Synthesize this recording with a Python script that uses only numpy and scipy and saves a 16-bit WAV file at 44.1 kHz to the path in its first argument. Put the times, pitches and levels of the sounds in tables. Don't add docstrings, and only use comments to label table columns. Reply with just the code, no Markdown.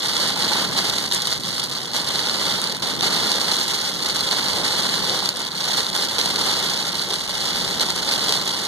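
import sys
import numpy as np
from scipy import signal
from scipy.fft import rfft, irfft, next_fast_len
from scipy.io import wavfile
from scipy.ndimage import uniform_filter1d

SR = 44100
rng = np.random.default_rng(int(sys.argv[2]) if len(sys.argv) > 2 else 0)


def digitize_waveform(pressure):
    field = np.atleast_2d(pressure).T
    bounded = np.clip(field, -1, 1)
    quanta = np.round(bounded * 32767).astype(np.int16)
    wavfile.write(sys.argv[1], SR, quanta)


N = 382347
TIME = np.arange(N) / SR

# time_s, level_db
RAIN_SHEETS = [(0.0, -26), (0.22, -21), (0.56, -23), (1.25, -26.5), (1.32, -24), (1.94, -31), (1.95, -24.5),
               (2.5, -24), (2.85, -31.5), (3.15, -23), (3.72, -24), (4.0, -26.5), (4.07, -24), (5.16, -23),
               (5.51, -30.5), (5.79, -19.5), (5.85, -28), (6.5, -23), (7.22, -26.5), (7.58, -23.5),
               (7.86, -28), (8.11, -23), (8.67, -26.5)]
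# middle_s, half_length_s, depth_db
RAIN_LULLS = [(0.345, 0.036, 4), (0.702, 0.036, 4), (1.093, 0.021, 5), (1.406, 0.045, 6.5),
              (1.685, 0.025, 5), (1.803, 0.015, 1), (2.041, 0.024, 4), (2.382, 0.015, 2.5),
              (2.787, 0.021, 3.5), (2.982, 0.02, 0.5), (3.656, 0.015, 3.5), (3.829, 0.01, 1.5),
              (3.964, .025, 2), (4.13, .015, 3.5), (5.341, 0.049, 4), (5.51, 0.012, 4), (6.344, 0.022, 2),
              (6.843, 0.018, 3), (7.067, 0.015, 5), (7.24, 0.024, 2.5), (7.934, 0.018, 5),
              (8.426, 0.021, 1)]
# start_s, length_s, level_db
WATER_SLAPS = [(0.028, 0.054, -28.5), (0.417, 0.011, -23.5), (0.476, 0.15, -26.5), (0.763, 0.028, -23),
               (1.126, 0.03, -26.5), (1.747, 0.016, -29), (0.836, 0.031, -26.5), (1.93, 0.031, -26.5),
               (2.392, 0.13, -27), (2.618, 0.062, -28.5), (2.819, 0.095, -25.5), (3.017, 0.052, -20.5),
               (3.122, 0.029, -24), (3.22, 0.15, -27), (3.508, 0.028, -25), (3.694, 0.023, -27),
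               (4.075, 0.016, -25.5), (4.308, 0.019, -24), (4.641, 0.018, -23.5), (4.777, 0.089, -26),
               (5.236, 0.027, -29.5), (5.388, 0.015, -27.5), (5.944, 0.1, -25), (6.182, 0.033, -24),
               (6.454, 0.057, -24), (6.973, .02, -29.5), (7.102, 0.014, -30), (7.803, 0.025, -21.5),
               (7.883, 0.011, -24), (8.07, 0.06, -26.5), (8.277, 0.09, -25), (8.474, 0.025, -26.5)]
# frequency_hz, left_db, right_db
GLASS_TONE = [(300, -26, -27.5), (910, -26, -24), (2213, -7.5, -4.5), (2450, -24, -28.5),
              (2873, -16.5, -6.5), (3500, -6, -4.5), (3760, -9, -3), (4640, -8.5, 0), (5420, -11, -6),
              (6000, -8.5, -12.5), (7500, -12.5, -12), (8600, -14, -14), (12100, -22, -19.5),
              (14900, -41, -38)]
# time_s, level_db
SPRAY_SWELL = [(0, 1), (.6, -4), (1.1, 4), (1.6, 2.5), (2.3, -2.5), (3.1, -4.5), (3.65, 3.5), (4.2, 0.5),
               (5.1, -4), (5.75, 1), (6.4, 0), (7.5, 1), (8.67, 1)]
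# frequency_hz, left_db, right_db
SPRAY_TONE = [(2480, -5, -22), (4870, 5.5, 8), (8200, 3.5, 0), (12200, -4, -2), (15000, -20, -12)]
# time_s, level_db
ROOF_SWELL = [(0, -2.5), (.6, 2), (1.35, -3), (2.1, 0), (2.95, 0.5), (3.5, 0.5), (3.7, -1.5), (4.65, 0),
              (5.6, -0.8), (6.45, 0.5), (7.25, -2), (7.8, 0.5), (8.67, -1)]
# frequency_hz, left_db, right_db
ROOF_TONE = [(61, -22.5, -25), (187, -7, -8), (277, -10, -9), (394, -5.5, -10), (560, -8, -11.5),
             (693, -11.5, -14), (828, -7.5, -8.5), (1124, -12.5, -12), (1430, -15, -10),
             (1870, -24.5, -15.5), (2630, -15, -18.5), (5100, -26.5, -31)]
# time_s, level_db
TYRE_LEVEL = [(0, -41), (0.72, -35.5), (1.25, -41.3), (1.47, -38.5), (1.72, -42), (2.38, -37), (2.8, -39),
              (2.98, -33.5), (3.3, -37), (3.75, -41.5), (4.35, -37), (4.85, -36.5), (5.05, -36),
              (5.45, -43), (5.75, -39), (5.95, -42), (6.3, -36.5), (7.27, -43), (7.75, -35), (8.0, -38.9),
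              (8.25, -38), (8.67, -40.4)]
# frequency_hz, left_db, right_db
TYRE_TONE = [(15, -36, -34), (25, -28, -22), (35, -16, -18), (50, -7, -11.5), (65, -11, -13),
             (101, -6, -6.5), (128, -4.5, -5), (188, -1, -1.5), (279, -10.5, -9.5), (500, -24, -17),
             (1510, -43, -57.5)]
# middle_s, half_length_s, level_db
BUMPS = [(4.15, 0.11, -48), (4.52, .1, -39), (7.3, .2, -51), (7.806, .25, -48)]
# time_s, pitch_hz, level_db
ENGINE_HUM = [(0, 77, -49), (1.8, 76, -49), (3.5, 73, -56), (5, 71.2, -70), (6.7, 71, -56),
              (7.3, 69.4, -46), (8.67, 75, -58)]
# time_s, pitch_hz, level_db
CABIN_HUM = [(0, 139.7, -52), (1.7, 134, -42.5), (3.2, 135, -54), (4.5, 128, -47.5), (8.67, 130, -64)]
# start_s, knock_db, pitch_hz, snap_db
FAT_DROPS = [(0.7768, -15, 4070, -28), (0.7888, -14, 4350, -30), (0.8986, -17, 4210, -24),
             (0.9838, -14, 4240, -24), (1.1132, -17, 4040, -34), (1.1228, -14, 3930, -30),
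             (1.1348, -21, 3900, -22), (1.1471, -22, 4370, -18), (1.2194, -19, 3900, -25),
             (1.2714, -15, 3860, -22), (1.3269, -14, 4380, -36), (1.4355, -24, 4160, -32),
             (1.5808, -19, 4240, -28), (1.5973, -20, 4170, -28), (1.6384, -21, 4510, -21),
             (1.6972, -25, 4350, -29), (2.0875, -19, 4360, -24), (2.1575, -18, 4250, -32),
             (2.1922, -16, 4070, -36), (2.2705, -17, 3870, -35), (2.2959, -15, 3950, -36),
             (2.6164, -19, 3870, -23), (2.6403, -15, 4550, -24), (2.7235, -18, 4090, -28),
             (2.7673, -24, 4130, -28), (2.8244, -19, 4320, -29), (3.0089, -13, 3650, -27),
             (3.1634, -16, 4170, -29), (3.3175, -15, 4330, -26), (3.4137, -14, 4460, -28),
             (3.5161, -15, 4170, -23), (3.5673, -16, 4140, -26), (3.6815, -18, 4440, -24),
             (4.0994, -15, 4340, -32), (4.1589, -17, 4250, -34), (4.2074, -16, 4040, -24),
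             (4.312, -15, 4340, -36), (4.3273, -15, 4370, -31), (4.4845, -17, 4130, -34),
             (4.9407, -14, 4050, -36), (5.096, -14, 4030, -36), (5.2576, -16, 4580, -27),
             (5.2903, -10, 4450, -21), (5.3694, -25, 4680, -25), (5.4679, -20, 3800, -35),
             (5.5172, -22, 4320, -36), (5.605, -22, 3620, -30), (5.61, -19, 4570, -33),
             (5.8043, -17, 4100, -28), (5.8458, -21, 3860, -32), (5.8669, -18, 4030, -36),
             (5.9001, -24, 3980, -26), (5.9646, -18, 4530, -23), (6.1837, -13, 4150, -30),
             (6.1893, -15, 3660, -25), (6.2129, -14, 4010, -35), (6.2588, -15, 4030, -25),
             (6.3598, -14, 4390, -29), (6.4121, -17, 4220, -25), (6.5384, -15, 4110, -36),
             (7.1357, -17, 3730, -27), (7.1407, -17, 4100, -21), (7.7965, -16, 4180, -30),
             (7.8079, -17, 3900, -23), (7.9029, -17, 4190, -24), (7.9611, -20, 4590, -25),
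             (8.1122, -15, 4450, -36), (8.1382, -15, 3840, -27), (8.2921, -15, 4280, -24),
             (8.3238, -11, 4470, -22)]
# frequency_hz, left_db, right_db
KNOCK_TONE = [(300, -18, -18), (1000, -9, -9), (2300, -12, -12), (3400, -5, -5), (4400, -4, -1),
              (5700, -7, -6), (9000, -20, -20), (15000, -38, -38)]
# middle_s, half_length_s, level_db
WATER_RUSHES = [(4.6, 0.062, -33), (5.12, 0.044, -33.5), (7.12, 0.056, -37), (8.29, 0.054, -35)]
# frequency_hz, likeness_0_to_1
PORT_LIKENESS = [(150, 0.98), (300, 0.92), (550, 0.92), (750, 0.54), (1000, 0.56), (1400, 0.15), (2500, 0)]
# frequency_hz, share_0_to_1, delay_ms
CROSS_FEED = [(1000, 0.89, 0.41), (2300, 0.82, 0.41), (2540, 1, 0.388), (2970, 0.63, 0.41),
              (5060, 0.53, 0.3913), (7500, 0.61, 0.388), (14000, 0.4, 0.394)]

PORT_DELAY_S = 0.000388
GLASS_DB, SPRAY_DB, ROOF_DB, TYRE_DB, HUM_DB = -25.5, -37, -33, 6, 6


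def from_db(db):
    return 10 ** (np.asarray(db) / 20)


def rms_one(x):
    return x / np.sqrt(np.mean(x ** 2) + 1e-20)


def steady(x, size):
    power = uniform_filter1d(np.mean(x ** 2, axis=0), size)
    return x / np.sqrt(power + 1e-12)


def peak_one(x, size=66):
    power = uniform_filter1d(np.mean(x ** 2, axis=0), size)
    return x / np.sqrt(power.max())


def in_time(rows):
    times_s, *columns = np.transpose(rows)
    return [np.interp(TIME, times_s, column) for column in columns]


def at_hz(rows, hz):
    points_hz, *columns = np.transpose(rows)
    return np.array([np.interp(np.log(hz + 1), np.log(points_hz), column) for column in columns])


def hump(middle_s, half_length_s):
    return np.exp(-((TIME - middle_s) / half_length_s) ** 2)


def drift(rate_hz):
    step, warm_up = 40, 2000
    pole = np.exp(-2 * np.pi * rate_hz * step / SR)
    noise = rng.standard_normal(N // step + warm_up + 2)
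    slow = signal.lfilter([1], [1, -2 * pole, pole * pole], noise)[warm_up:]
    return np.interp(np.arange(N) / step, np.arange(len(slow)), rms_one(slow))


def shape_tone(x, tone, size=8192):
    gains = from_db(at_hz(tone, np.fft.rfftfreq(size, 1 / SR)))
    cepstrum = irfft(np.log(gains))
    cepstrum[:, 1:size // 2] *= 2
    cepstrum[:, size // 2 + 1:] = 0
    response = irfft(np.exp(rfft(cepstrum)))
    return signal.oaconvolve(x, response, axes=1)[:, :N]


def blend_ports(x):
    size = next_fast_len(N, True)
    alike = np.clip(at_hz(PORT_LIKENESS, np.fft.rfftfreq(size, 1 / SR))[0], 0, 1)
    common, apart = rfft(x, size)
    return irfft(np.sqrt(1 + alike) * common + np.sqrt(1 - alike) * apart * [[1], [-1]], size)[:, :N]


def rain_strength():
    sheets_db, = in_time(RAIN_SHEETS)
    lulls_db = sum(depth_db * hump(middle_s, half_s) for middle_s, half_s, depth_db in RAIN_LULLS)
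    flurries_db = 0.68 * drift(rate_hz=17)
    power = from_db(sheets_db - lulls_db + flurries_db) ** 2
    rise_s, fade_s = 0.004, 0.037
    for start_s, length_s, level_db in WATER_SLAPS:
        rise = np.clip((TIME - start_s) / rise_s, 0, 1)
        fade = np.exp(-np.maximum(TIME - start_s - length_s, 0) / fade_s)
        power = power + (from_db(level_db) * rise * fade) ** 2
    return 10 * np.log10(power) - sheets_db.mean()


def drop_hit(splash_s, echo_db, echo_s, lag_spread_s, size=3072):
    t = np.arange(size) / SR
    lag_s = np.clip(rng.normal(0, 1) * lag_spread_s, -PORT_DELAY_S, PORT_DELAY_S)
    age_s = t - PORT_DELAY_S - lag_s / 2 * np.array([[1], [-1]])
    click = np.sinc(age_s * SR)
    splash, echo = rng.standard_normal((2, 2, size)) * (age_s > 0)
    splash = rms_one(splash * np.exp(-t / splash_s)) / np.sqrt(size)
    echo = rms_one(echo * from_db(-60 * t / echo_s)) / np.sqrt(size)
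    echo = signal.lfilter(*signal.butter(1, 7000, fs=SR), echo)
    return 0.58 * click + splash + from_db(echo_db) * echo


def patter(drops_per_s, spread_db, largest_db, make_hit, spots):
    landings = np.flatnonzero(rng.random(N) < drops_per_s / SR)
    sizes_db = np.minimum(spread_db * rng.exponential(1, N), largest_db)
    sizes = from_db(sizes_db) * rng.choice([-1, 1], N)
    spot_of = rng.integers(0, spots, N)
    out = np.zeros((2, N))
    for spot in range(spots):
        at = landings[spot_of[landings] == spot]
        clicks = np.zeros((1, N))
        clicks[0, at] = sizes[at]
        out += signal.oaconvolve(clicks, make_hit(), axes=1)[:, :N]
    return out


def glass_ring(hit, pitch_hz, width_hz):
    return hit + 2 * signal.lfilter(*signal.iirpeak(pitch_hz, pitch_hz / width_hz, fs=SR), hit)


def windscreen(rain_db):
    clumps_db = 2 * drift(rate_hz=75)
    drops_per_s = 950 * from_db(1.3 * rain_db + clumps_db)
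    spots = 22
    pitches_hz = iter(np.linspace(2930, 4640, spots))

    def make_hit():
        hit = drop_hit(splash_s=0.001, echo_db=-0.5, echo_s=0.08, lag_spread_s=0.0002)
        return glass_ring(hit, next(pitches_hz), width_hz=345)

    drops = patter(drops_per_s, spread_db=3.3, largest_db=9, make_hit=make_hit, spots=spots)
    return from_db(rain_db + GLASS_DB) * steady(shape_tone(drops, GLASS_TONE), size=2000)


def spray(rain_db):
    swell_db, = in_time(SPRAY_SWELL)
    level_db = rain_db + swell_db
    drops_per_s = 320 * from_db(0.9 * level_db)
    make_hit = lambda: drop_hit(splash_s=0.002, echo_db=-3, echo_s=0.05, lag_spread_s=0.0002)
    drops = patter(drops_per_s, spread_db=4, largest_db=12, make_hit=make_hit, spots=12)
    return from_db(level_db + SPRAY_DB) * steady(shape_tone(drops, SPRAY_TONE), size=5000)


def roof(rain_db):
    swell_db, = in_time(ROOF_SWELL)
    make_hit = lambda: drop_hit(splash_s=0.0022, echo_db=3.5, echo_s=0.093, lag_spread_s=0.00024)
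    drops = patter(drops_per_s=1400, spread_db=3.45, largest_db=13.4, make_hit=make_hit, spots=26)
    drumming = steady(shape_tone(blend_ports(drops), ROOF_TONE), size=2600)
    return from_db(0.89 * rain_db + swell_db + ROOF_DB) * drumming


def tyres():
    level_db, = in_time(TYRE_LEVEL)
    noise = blend_ports(rng.standard_normal((2, N)))
    return from_db(level_db + TYRE_DB) * rms_one(shape_tone(noise, TYRE_TONE))


def hum(curve):
    pitch_hz, level_db = in_time(curve)
    wavering_hz = pitch_hz * (1 + 0.0043 * drift(rate_hz=2.4))
    phase = 2 * np.pi * np.cumsum(wavering_hz) / SR
    gain = from_db(level_db + HUM_DB + 0.73 * drift(rate_hz=3))
    return gain * np.sin(phase) * from_db([[1.5], [-1.5]])


def fat_drops():
    out = np.zeros((2, N))
    treble = signal.butter(2, [5500, 10500], "band", fs=SR, output="sos")
    for start_s, knock_db, pitch_hz, snap_db in FAT_DROPS:
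        hit = drop_hit(splash_s=0.0014, echo_db=-5, echo_s=0.03, lag_spread_s=0.00002)
        burst = drop_hit(splash_s=0.002, echo_db=-4, echo_s=0.025, lag_spread_s=0.00002)
        hit = shape_tone(hit, KNOCK_TONE)[:, :hit.shape[1]]
        knock = peak_one(glass_ring(hit, pitch_hz, width_hz=520))
        snap = peak_one(signal.sosfilt(treble, burst))
        tick = from_db(knock_db - 0.4) * knock + from_db(snap_db + 0.4) * snap
        at = int((start_s - PORT_DELAY_S) * SR)
        out[:, at:at + tick.shape[1]] += tick[:, :N - at]
    return out


def noise_surges(events, band_hz):
    band = signal.butter(2, band_hz, "band", fs=SR, output="sos")
    gain = sum(from_db(level_db) * hump(middle_s, half_s) for middle_s, half_s, level_db in events)
    return gain * rms_one(signal.sosfilt(band, rng.standard_normal(N)))


def bumps():
    return noise_surges(BUMPS, band_hz=(36, 60)) * from_db([[1.5], [-1.5]])


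def water_rushes():
    return noise_surges(WATER_RUSHES, band_hz=(260, 670))


def scene():
    rain_db = rain_strength()
    rain = windscreen(rain_db) + spray(rain_db) + fat_drops() + roof(rain_db)
    driving = tyres() + bumps() + water_rushes() + hum(ENGINE_HUM) + hum(CABIN_HUM)
    return rain + driving


def record(dry):
    size = next_fast_len(N + 2048, True)
    hz = np.fft.rfftfreq(size, 1 / SR)
    ports = rfft(dry, size)
    share, delay_ms = at_hz(CROSS_FEED, hz)
    feed = np.clip(share, 0, 1) * np.exp(-2j * np.pi * hz * delay_ms / 1000)
    wide = irfft(ports - feed * ports[::-1], size)
    ceiling, cutoff_hz = 0.95, 15100
    rounded = wide / (1 + (wide / ceiling) ** 6) ** (1 / 6)
    low_pass = 1 / np.sqrt(1 + (hz / cutoff_hz) ** 160)
    return irfft(rfft(rounded) * low_pass, size)[:, :N]


dry = scene()
out = record(dry)
digitize_waveform(out)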